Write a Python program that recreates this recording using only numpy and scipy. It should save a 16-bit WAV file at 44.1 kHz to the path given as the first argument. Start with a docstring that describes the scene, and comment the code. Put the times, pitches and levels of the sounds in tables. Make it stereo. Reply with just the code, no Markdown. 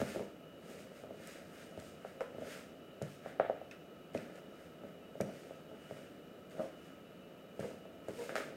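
"""First come soft thuds and a hiss of flour: hands are kneading dough on a table in a tiled kitchen.
Palms and dough make the table boom, flour grains slip under the hands, and the dough bumps as it rolls.
An appliance hums behind it all. Skin sticks and slips on a loose plastic cover with short groans,
the sticky dough tears with tiny ticks, and now and then the cover lifts and snaps back."""
import sys
import numpy as np
from scipy import signal
from scipy.fft import rfft, irfft
from scipy.io import wavfile
from scipy.ndimage import uniform_filter1d

SR = 44100
rng = np.random.default_rng(int(sys.argv[2]) if len(sys.argv) > 2 else 0)


def persist_wave(psi):
    """Save psi, clipped to +-1, as 16-bit WAV."""
    counts = np.round(np.clip(psi, -1, 1) * 32767).astype(np.int16)
    wavfile.write(sys.argv[1], SR, np.atleast_2d(counts).T)


N = 377496
TIME = np.arange(N) / SR

# hand and dough landing: start_s, level_db, weight_db (bass), hardness_db (treble), spot_boom_hz
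LANDINGS = [(0.001, -30, -13, -24, 118), (0.015, -22, -15.5, -23.5, 236), (0.159, -29, -18, -26, 208),
            (0.194, -30, -17.5, -27, 232), (1.036, -37, -21, -30, 320), (1.106, -35.5, -20, -34, 238),
            (1.775, -36, -14, -23, 89), (2.382, -33, -20, -35, 243), (2.42, -32.5, -22, -43, 236),
            (3.015, -26.5, -11.5, -33, 154), (4.148, -23.5, -18.5, -38, 258), (4.835, -36, -14, -28, 205),
            (5.153, -37, -21, -35, 320), (5.203, -21, -16.5, -37, 187), (5.507, -37.5, -27, -32, 325),
            (5.909, -32, -16, -30, 172), (7.592, -27.5, -14.5, -41, 171), (7.627, -34.5, -19, -25, 172),
            (7.853, -42, -28, -27, 240), (8.083, -28.5, -16.5, -31, 298)]
# how the covered table top answers a blow: frequency_hz, level_db
TABLE_TOP = [(25, -39), (60, -27.5), (150, -10.5), (230, -1), (350, -6), (490, 0.5), (630, 0), (740, -10),
             (860, -12), (1030, -21.5), (1320, -13), (2000, -24.5), (4000, -31.5), (16000, -46)]
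# the low notes the table rings at: pitch_hz, level_db, fade_s (time to fall by 60 dB)
TABLE_NOTES = [(88, -1.5, 0.14), (118, 3, 0.094), (147.8, -1, 0.28), (167, 1.5, 0.053), (201.4, 3.5, 0.19),
               (240, 10.5, 0.07), (308.3, -3, 0.23), (529, 2, 0.1)]
# a hand sweeping over the flour: fastest_s, length_s, hiss_db, pressure_db (rasp compared with hiss)
HAND_SWEEPS = [(0.098, 0.31, -55, 1), (0.71, 0.23, -62, -2), (.805, 0.22, -63.5, -2),
               (0.982, 0.2, -66, -0.5), (1.295, 0.34, -59.5, 1), (1.6, 0.35, -63.5, 1.5),
               (1.864, 0.28, -64, -12), (2.084, 0.22, -68, 5), (2.52, 0.3, -56.5, 2),
               (3.12, 0.23, -65.5, -8), (3.284, 0.15, -66, 8), (4.37, 0.13, -69, 5),
               (4.613, 0.32, -71.5, 2), (4.883, 0.11, -76, 9), (5.37, 0.54, -66, 1),
               (5.833, 0.38, -73.5, 3), (5.967, 0.42, -66.5, 2), (6.628, 0.24, -65, 2),
               (6.855, .26, -70.5, 3.5), (7.665, 0.24, -64, -12), (8.232, 0.33, -57, -3)]
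# a hand or the cover skidding to a stop: start_s, hiss_db, fade_s, pressure_db
SKIDS = [(0.0, -50.5, 0.15, 3), (1.785, -63.5, 0.34, 5), (2.204, -63, 0.33, 9.5), (3.014, -62.5, 0.5, 5.5),
         (3.397, -75, 0.59, 24.5), (3.712, -65, 0.17, 12), (4.141, -60.5, 0.68, 7),
         (5.201, -62.5, 0.13, 14.5), (6.505, -64.5, 0.35, 0), (7.592, -62, 0.68, 5.5),
         (8.08, -61.5, 0.3, 1), (8.292, -65, 0.33, 14), (8.359, -50, 0.46, 7.5)]
# the hiss of sliding flour: frequency_hz, level_db
FLOUR_HISS = [(1000, -18), (2500, 2.5), (3300, -2.5), (4200, -5.5), (4900, -2.5), (5900, -6), (6800, -3.5),
              (7600, -7.5), (8600, -3.5), (9800, -11), (13000, -12), (16000, -17.5)]
# the coarser rasp on the plastic: frequency_hz, level_db
PLASTIC_RASP = [(500, -2.5), (1000, -2), (1350, 12.5), (1750, 12), (2150, 8.5), (2700, -2), (3800, -3.5),
                (6000, -40)]
# palms leaning into the dough: hardest_s, length_s, level_db
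PALM_PRESSES = [(0.123, 0.45, -49.5), (0.717, 0.5, -61.5), (1.4, 2.8, -61), (2.44, 0.67, -52.5),
                (3.31, 0.23, -54), (4.34, 0.59, -60), (4.88, 0.23, -54), (5.296, 0.46, -52.5),
                (5.735, .1, -51.5), (5.98, .12, -56.5), (6.606, 0.12, -41.5), (7.66, 0.23, -50),
                (8.362, 0.6, -48)]
# the appliance's dull rush of air: frequency_hz, level_db
AIR_RUSH = [(25, -28), (50, -21), (85, -7.5), (125, -12), (155, 0.5), (380, -3.5), (590, -3), (700, -7.5),
            (790, -16.5), (1050, -22.5), (1310, -13.5), (1500, -20), (2200, -26), (3200, -28)]
# its weaker whines: pitch_hz, width_hz, level_db
WEAK_WHINES = [(1294, 37, -73), (2416, 76, -79.5), (2663, 21, -79), (3830, 86, -84.5)]
# its strongest whine swelling: loudest_s, length_s, level_db
MAIN_WHINE_SWELLS = [(.5, 0.22, -71), (2.9, .3, -69), (5.92, 0.57, -69.5), (6.82, 0.4, -70.5)]
# faint background hiss, the same in both ears: frequency_hz, level_db
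CENTRE_HISS = [(2500, -19), (3600, -1), (4400, -2.5), (6000, -4), (10000, -8.5), (13000, -3), (16000, -5)]
# background noise that differs between the ears: frequency_hz, level_db
SIDE_NOISE = [(25, 5), (200, -5.5), (700, 0.5), (2500, 1), (5000, 1), (9000, -10.5), (12000, -1.5),
              (15000, -1.5)]
# skin and dough sticking and slipping on the plastic: start_s, length_s, slip_rate_hz, level_db
STICKY_SLIPS = [(.163, 0.016, 367, -36.5), (.196, 0.031, 470, -40.5), (2.21, 0.013, 505, -31.5),
                (6.602, .014, 603, -35.5), (6.631, 0.02, 550, -45.5), (7.636, 0.0236, 480, -41),
                (8.09, 0.028, 490, -42.5), (8.175, 0.064, 478, -40.5)]
# sticky ticks of dough and skin: start_s, level_db, centre_hz
DOUGH_TEARS = [(1.2727, -39, 7600), (1.799, -45, 5230), (2.207, -48, 4940), (3.022, -41.5, 5960),
               (3.7116, -45.5, 4970), (4.135, -57, 6300), (4.175, -46, 4850), (4.357, -54, 6000),
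               (5.21, -36, 6200), (6.4981, -59, 6500), (7.6004, -47.5, 6940), (8.085, -48, 6800),
               (8.3548, -37, 5850), (8.362, -38, 4200), (8.379, -42, 3720)]
# the cover's snaps and two of their hard echoes from the room: start_s, level_db, crispness_db (treble)
SNAPS_AND_ECHOES = [(2.048, -33.5, -15.5), (2.207, -28.5, -7.5), (3.26, -32.5, -15), (3.398, -15, -16),
                    (3.448, -33, -17), (3.497, -20, -25), (3.614, -35.5, -23), (6.567, -43, -29),
                    (6.602, -36, -27), (8.293, -31.5, -5), (8.355, -23.5, -4), (8.363, -26, 3),
                    (8.374, -38, -11), (8.381, -33, -29)]
# the hollow knock of the cover: frequency_hz, level_db
COVER_KNOCK = [(40, -59), (150, -11.5), (350, -9.5), (490, 4), (620, 8), (740, 3.5), (880, -5),
               (1020, -14.5), (1300, -2), (1900, -15.5), (2700, -22), (4000, -41), (8000, -58),
               (16000, -66)]
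# tiny air pockets popping in the dough: start_s, level_db, pitch_hz
AIR_POCKETS = [(3.7116, -44.5, 2570), (4.1753, -42.5, 2540), (5.216, -45, 2370)]
# first echoes from the table and the tiled walls: delay_s, relative_gain
FIRST_ECHOES = [(.0074, 0.23), (.0092, 0.29), (.0128, 0.11), (.0195, 0.051), (.0503, 0.15)]
# how long the kitchen rings: frequency_hz, fade_s (time to fall by 60 dB)
ROOM_FADE = [(100, 0.46), (600, 0.35), (2000, 0.54), (6000, 0.65), (15000, 0.11)]


def amp(db):
    """Turns decibels into a gain to multiply by."""
    return 10 ** (np.asarray(db) / 20)


def unit(x):
    """Scales a signal to an average strength (rms) of 1."""
    return x / np.sqrt(np.mean(x ** 2) + 1e-20)


def read(points, hz):
    """Looks up a frequency in a table, blending between rows on a log scale."""
    row_hz, value = np.transpose(points)
    return np.interp(np.log(hz + 1), np.log(row_hz + 1), value)


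def add(mix, s, sound):
    """Mixes a sound in at s seconds."""
    part = mix[max(round(s * SR), 0):][:len(sound)]
    part += sound[:len(part)]


def colour(x, spectrum):
    """Shapes the lows and highs of a steady signal by a table, at strength 1."""
    return unit(irfft(rfft(x) * amp(read(spectrum, np.fft.rfftfreq(N, 1 / SR))), N))


def pulse(shape_db, travel_s=0, size=4096):
    """A click with the spectrum shape_db(hz); travel_s is its delay at 500 Hz through a plate."""
    hz = np.fft.rfftfreq(size, 1 / SR)
    level_db = shape_db(abs(np.fft.fftfreq(size, 1 / SR)))
    log_gain = np.log(amp(np.maximum(level_db, -100)))
    spectrum = np.exp(np.conj(signal.hilbert(log_gain)))[:len(hz)]  # nothing sounds before the hit
    bending = np.exp(-4j * np.pi * travel_s * np.sqrt(500 * hz))  # treble travels faster than bass
    click = irfft(spectrum * bending)[:size // 2]
    return click / abs(click).max()


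def blow(body, treble_db, bass_db, travel_s=0):
    """One hit on an object: short contact lifts the treble, a heavy mass the bass."""
    tilt = [(200, bass_db), (480, 0), (720, 0.0091), (1400, treble_db), (4000, 1.9 * treble_db)]
    return pulse(lambda hz: read(body, hz) + read(tilt, hz), travel_s)


def grains(per_s, spread_db):
    """Random clicks of uneven size, at strength 1."""
    size = amp(spread_db * np.minimum(rng.exponential(1, N), 4))
    return unit(size * rng.choice([-1, 1], N) * (rng.random(N) < per_s / SR))


def arch(s, length_s, end_drop_db=16, rise_share=0.47, roundness=1.48):
    """A gain that rises to 1 at time s and falls again."""
    away = np.maximum((s - TIME) / rise_share, (TIME - s) / (1 - rise_share)) / length_s
    near, gain = away < 4, np.zeros(N)
    gain[near] = amp(-end_drop_db * away[near] ** roundness)
    return gain


def skid(s, fade_s, attack_s=0.0038):
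    """The gain of a sudden touch at time s that slows to a stop."""
    t, gain = np.arange(SR) / SR, np.zeros(N)
    add(gain, s, np.minimum(t / attack_s, 1) * np.exp(-np.log(1000) * t / fade_s))
    return gain


def swelling(rows, resting_db):
    """A resting gain that swells once for each row of a table."""
    swell_power = sum((amp(db) * arch(s, length_s)) ** 2 for s, length_s, db in rows)
    return np.sqrt(amp(resting_db) ** 2 + swell_power)


def table_thuds(ring_db=-12, off_spot_db=-11, spot_octaves=0.37, contact_s=0.0028):
    """Soft, heavy landings ring the table, most of all at the notes of the spot that is hit."""
    usual_weight_db, usual_hardness_db = -15, -22
    out, t = np.zeros(N), np.arange(SR // 2) / SR
    notes = np.array([(-1) ** k * amp(db - 60 * t / fade_s) * np.sin(2 * np.pi * hz * t)
                      for k, (hz, db, fade_s) in enumerate(TABLE_NOTES)])
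    notes *= 1 - np.exp(-t / contact_s)  # soft dough builds its force slowly
    note_hz = np.array(TABLE_NOTES)[:, 0]
    for s, db, weight_db, hardness_db, spot_hz in LANDINGS:
        bass_db = weight_db - usual_weight_db
        near = np.exp(-(np.log2(note_hz / spot_hz) / spot_octaves) ** 2)
        ring = amp(off_spot_db * (1 - near)) @ notes
        knock = blow(TABLE_TOP, hardness_db - usual_hardness_db, bass_db, travel_s=0.001865)
        add(out, s, amp(db) * knock)
        add(out, s, amp(db + ring_db + min(bass_db, 2)) * ring)  # heavier rings louder, up to a limit
    return out


def sliding_flour(resting_hiss_db=-80, resting_rasp_db=-75):
    """Countless flour grains slip under the hands; pressure adds a coarser rasp on the plastic."""
    moves = [(amp(db) * arch(s, length_s), pressure_db) for s, length_s, db, pressure_db in HAND_SWEEPS]
    moves += [(amp(db) * skid(s, fade_s), pressure_db) for s, db, fade_s, pressure_db in SKIDS]
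    hiss_power = amp(resting_hiss_db) ** 2 + sum(gain ** 2 for gain, _ in moves)
    rasp_power = amp(resting_rasp_db) ** 2 + sum((gain * amp(db)) ** 2 for gain, db in moves)
    hiss = colour(grains(per_s=7600, spread_db=2.5), FLOUR_HISS)
    rasp = colour(grains(per_s=1900, spread_db=3), PLASTIC_RASP)
    return np.sqrt(hiss_power) * hiss + np.sqrt(rasp_power) * rasp


def rolling_dough():
    """Many small soft bumps as the dough rolls over folds in the cover, louder under each press."""
    bump = blow(TABLE_TOP, treble_db=-8, bass_db=-1)
    bumps = signal.oaconvolve(grains(per_s=260, spread_db=4.0), bump)[:N]
    return swelling(PALM_PRESSES, resting_db=-69) * unit(bumps)


def whine(hz, width_hz):
    """A tone that wavers at random within its width, at strength 1."""
    smoothing = signal.butter(2, width_hz / 2, fs=SR, output="sos")
    waver = signal.sosfilt(smoothing, rng.standard_normal((2, N)))
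    return unit(((waver[0] + 1j * waver[1]) * np.exp(2j * np.pi * hz * TIME)).real)


def motor_tone(hz, wander_hz):
    """A tone of steady strength 1 whose pitch wanders a little."""
    wander = unit(uniform_filter1d(rng.standard_normal(N), size=SR // 20))
    return unit(np.sin(2 * np.pi * np.cumsum(hz + wander_hz * wander) / SR))


def appliance(rush_db=-55, main_hz=2927, fuzz_db=-1.5):
    """A distant appliance: a dull rush of air and thin wavering whines."""
    hum = amp(rush_db) * colour(rng.standard_normal(N), AIR_RUSH + [(4500, -38), (9000, -99)])
    hum += sum(amp(db) * whine(hz, width_hz) for hz, width_hz, db in WEAK_WHINES)
    main_whine = motor_tone(main_hz, wander_hz=7.08) + amp(fuzz_db) * whine(main_hz, width_hz=210)
    return hum + swelling(MAIN_WHINE_SWELLS, resting_db=-72) * unit(main_whine)


def background_noise(hiss_db=-74.5, side_db=-77):
    """A faint hiss, plus faint noise that differs between the ears."""
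    hiss = amp(hiss_db) * colour(rng.standard_normal(N), CENTRE_HISS)
    side = amp(side_db) * colour(rng.standard_normal(N), SIDE_NOISE)
    return hiss + side * np.array([[1], [-1]])  # added on the left, taken away on the right


def palm_groans(jitter=0.097, overtone_db=-17):
    """A sticking palm slips a few hundred times a second, close to the table top's hollow note."""
    out = np.zeros(N)
    for s, length_s, hz, db in STICKY_SLIPS:
        size = round(length_s * SR)
        uneven = unit(uniform_filter1d(rng.standard_normal(SR // 4), size=60))[:size]
        angle = 2 * np.pi * np.cumsum(hz * (1 + jitter * uneven)) / SR
        tone = np.sin(angle) + amp(overtone_db) * np.sin(2 * angle)
        add(out, s, amp(db) * tone * signal.windows.tukey(size, .5))
    return out


def dough_ticks(tear_s=0.0014, octave_drop_db=13):
    """Each tick is a tiny tear in the sticky dough: a very short burst of high noise."""
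    out, t = np.zeros(N), np.arange(SR // 50) / SR
    for s, db, centre_hz in DOUGH_TEARS:
        tear = rng.standard_normal(len(t)) * t / tear_s * np.exp(-2 * t / tear_s)
        click = pulse(lambda hz: -octave_drop_db * np.log2((hz + 1) / centre_hz) ** 2)
        tick = signal.fftconvolve(tear, click)
        add(out, s, amp(db) * tick / abs(tick).max())
    return out


def cover_snaps(usual_crispness_db=-12):
    """The light cover's snaps, and two of their echoes, are hollow knocks with little bass."""
    out = np.zeros(N)
    for s, db, crispness_db in SNAPS_AND_ECHOES:
        knock = blow(COVER_KNOCK, crispness_db - usual_crispness_db, bass_db=0, travel_s=0.000995)
        add(out, s, amp(db) * knock)
    return out


def air_pops(decay_s=0.0011):
    """An air pocket in the dough rings briefly as it opens."""
    out, t = np.zeros(N), np.arange(SR // 50) / SR
    rise_and_fall = t / decay_s * np.exp(1 - t / decay_s)
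    for s, db, hz in AIR_POCKETS:
        add(out, s, amp(db) * rise_and_fall * np.sin(2 * np.pi * hz * t))
    return out


def kitchen(x, tail_db, echo_db, build_s=0.0039):
    """The sound itself, a few hard echoes and a fading wash of many more, alike in both ears."""
    size = SR * 2 // 3
    hz, t, noise = signal.stft(rng.standard_normal(size), SR, nperseg=256)
    fade = amp(-60 * t / read(ROOM_FADE, hz)[:, None])
    tail = signal.istft(noise * fade, SR)[1][:size]
    tail *= 1 - np.exp(-(np.arange(size) / SR / build_s) ** 2)
    room = amp(tail_db) * tail / np.linalg.norm(tail)
    room[0] += 1  # the direct sound
    for delay_s, gain in FIRST_ECHOES:
        add(room, delay_s, np.array([amp(echo_db) * gain]))
    return signal.oaconvolve(x, room)[:N]


def scene():
    """The kneading echoes through the kitchen, over the appliance and faint noise."""
    table = kitchen(table_thuds() + rolling_dough() + palm_groans(), tail_db=-5.5, echo_db=-4.5)
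    cover = kitchen(cover_snaps(), tail_db=-7.5, echo_db=0.5)
    hands = kitchen(dough_ticks() + air_pops() + sliding_flour(), tail_db=-11, echo_db=-8.0)
    return table + cover + hands + appliance() + background_noise()


def record(dry, cutoff_hz=15900):
    """Cuts away the very highest treble."""
    low_pass = signal.firwin(511, cutoff_hz, window=("kaiser", 9), fs=SR)
    return signal.oaconvolve(dry, low_pass[None], "same")


dry = scene()
out = record(dry)
persist_wave(out)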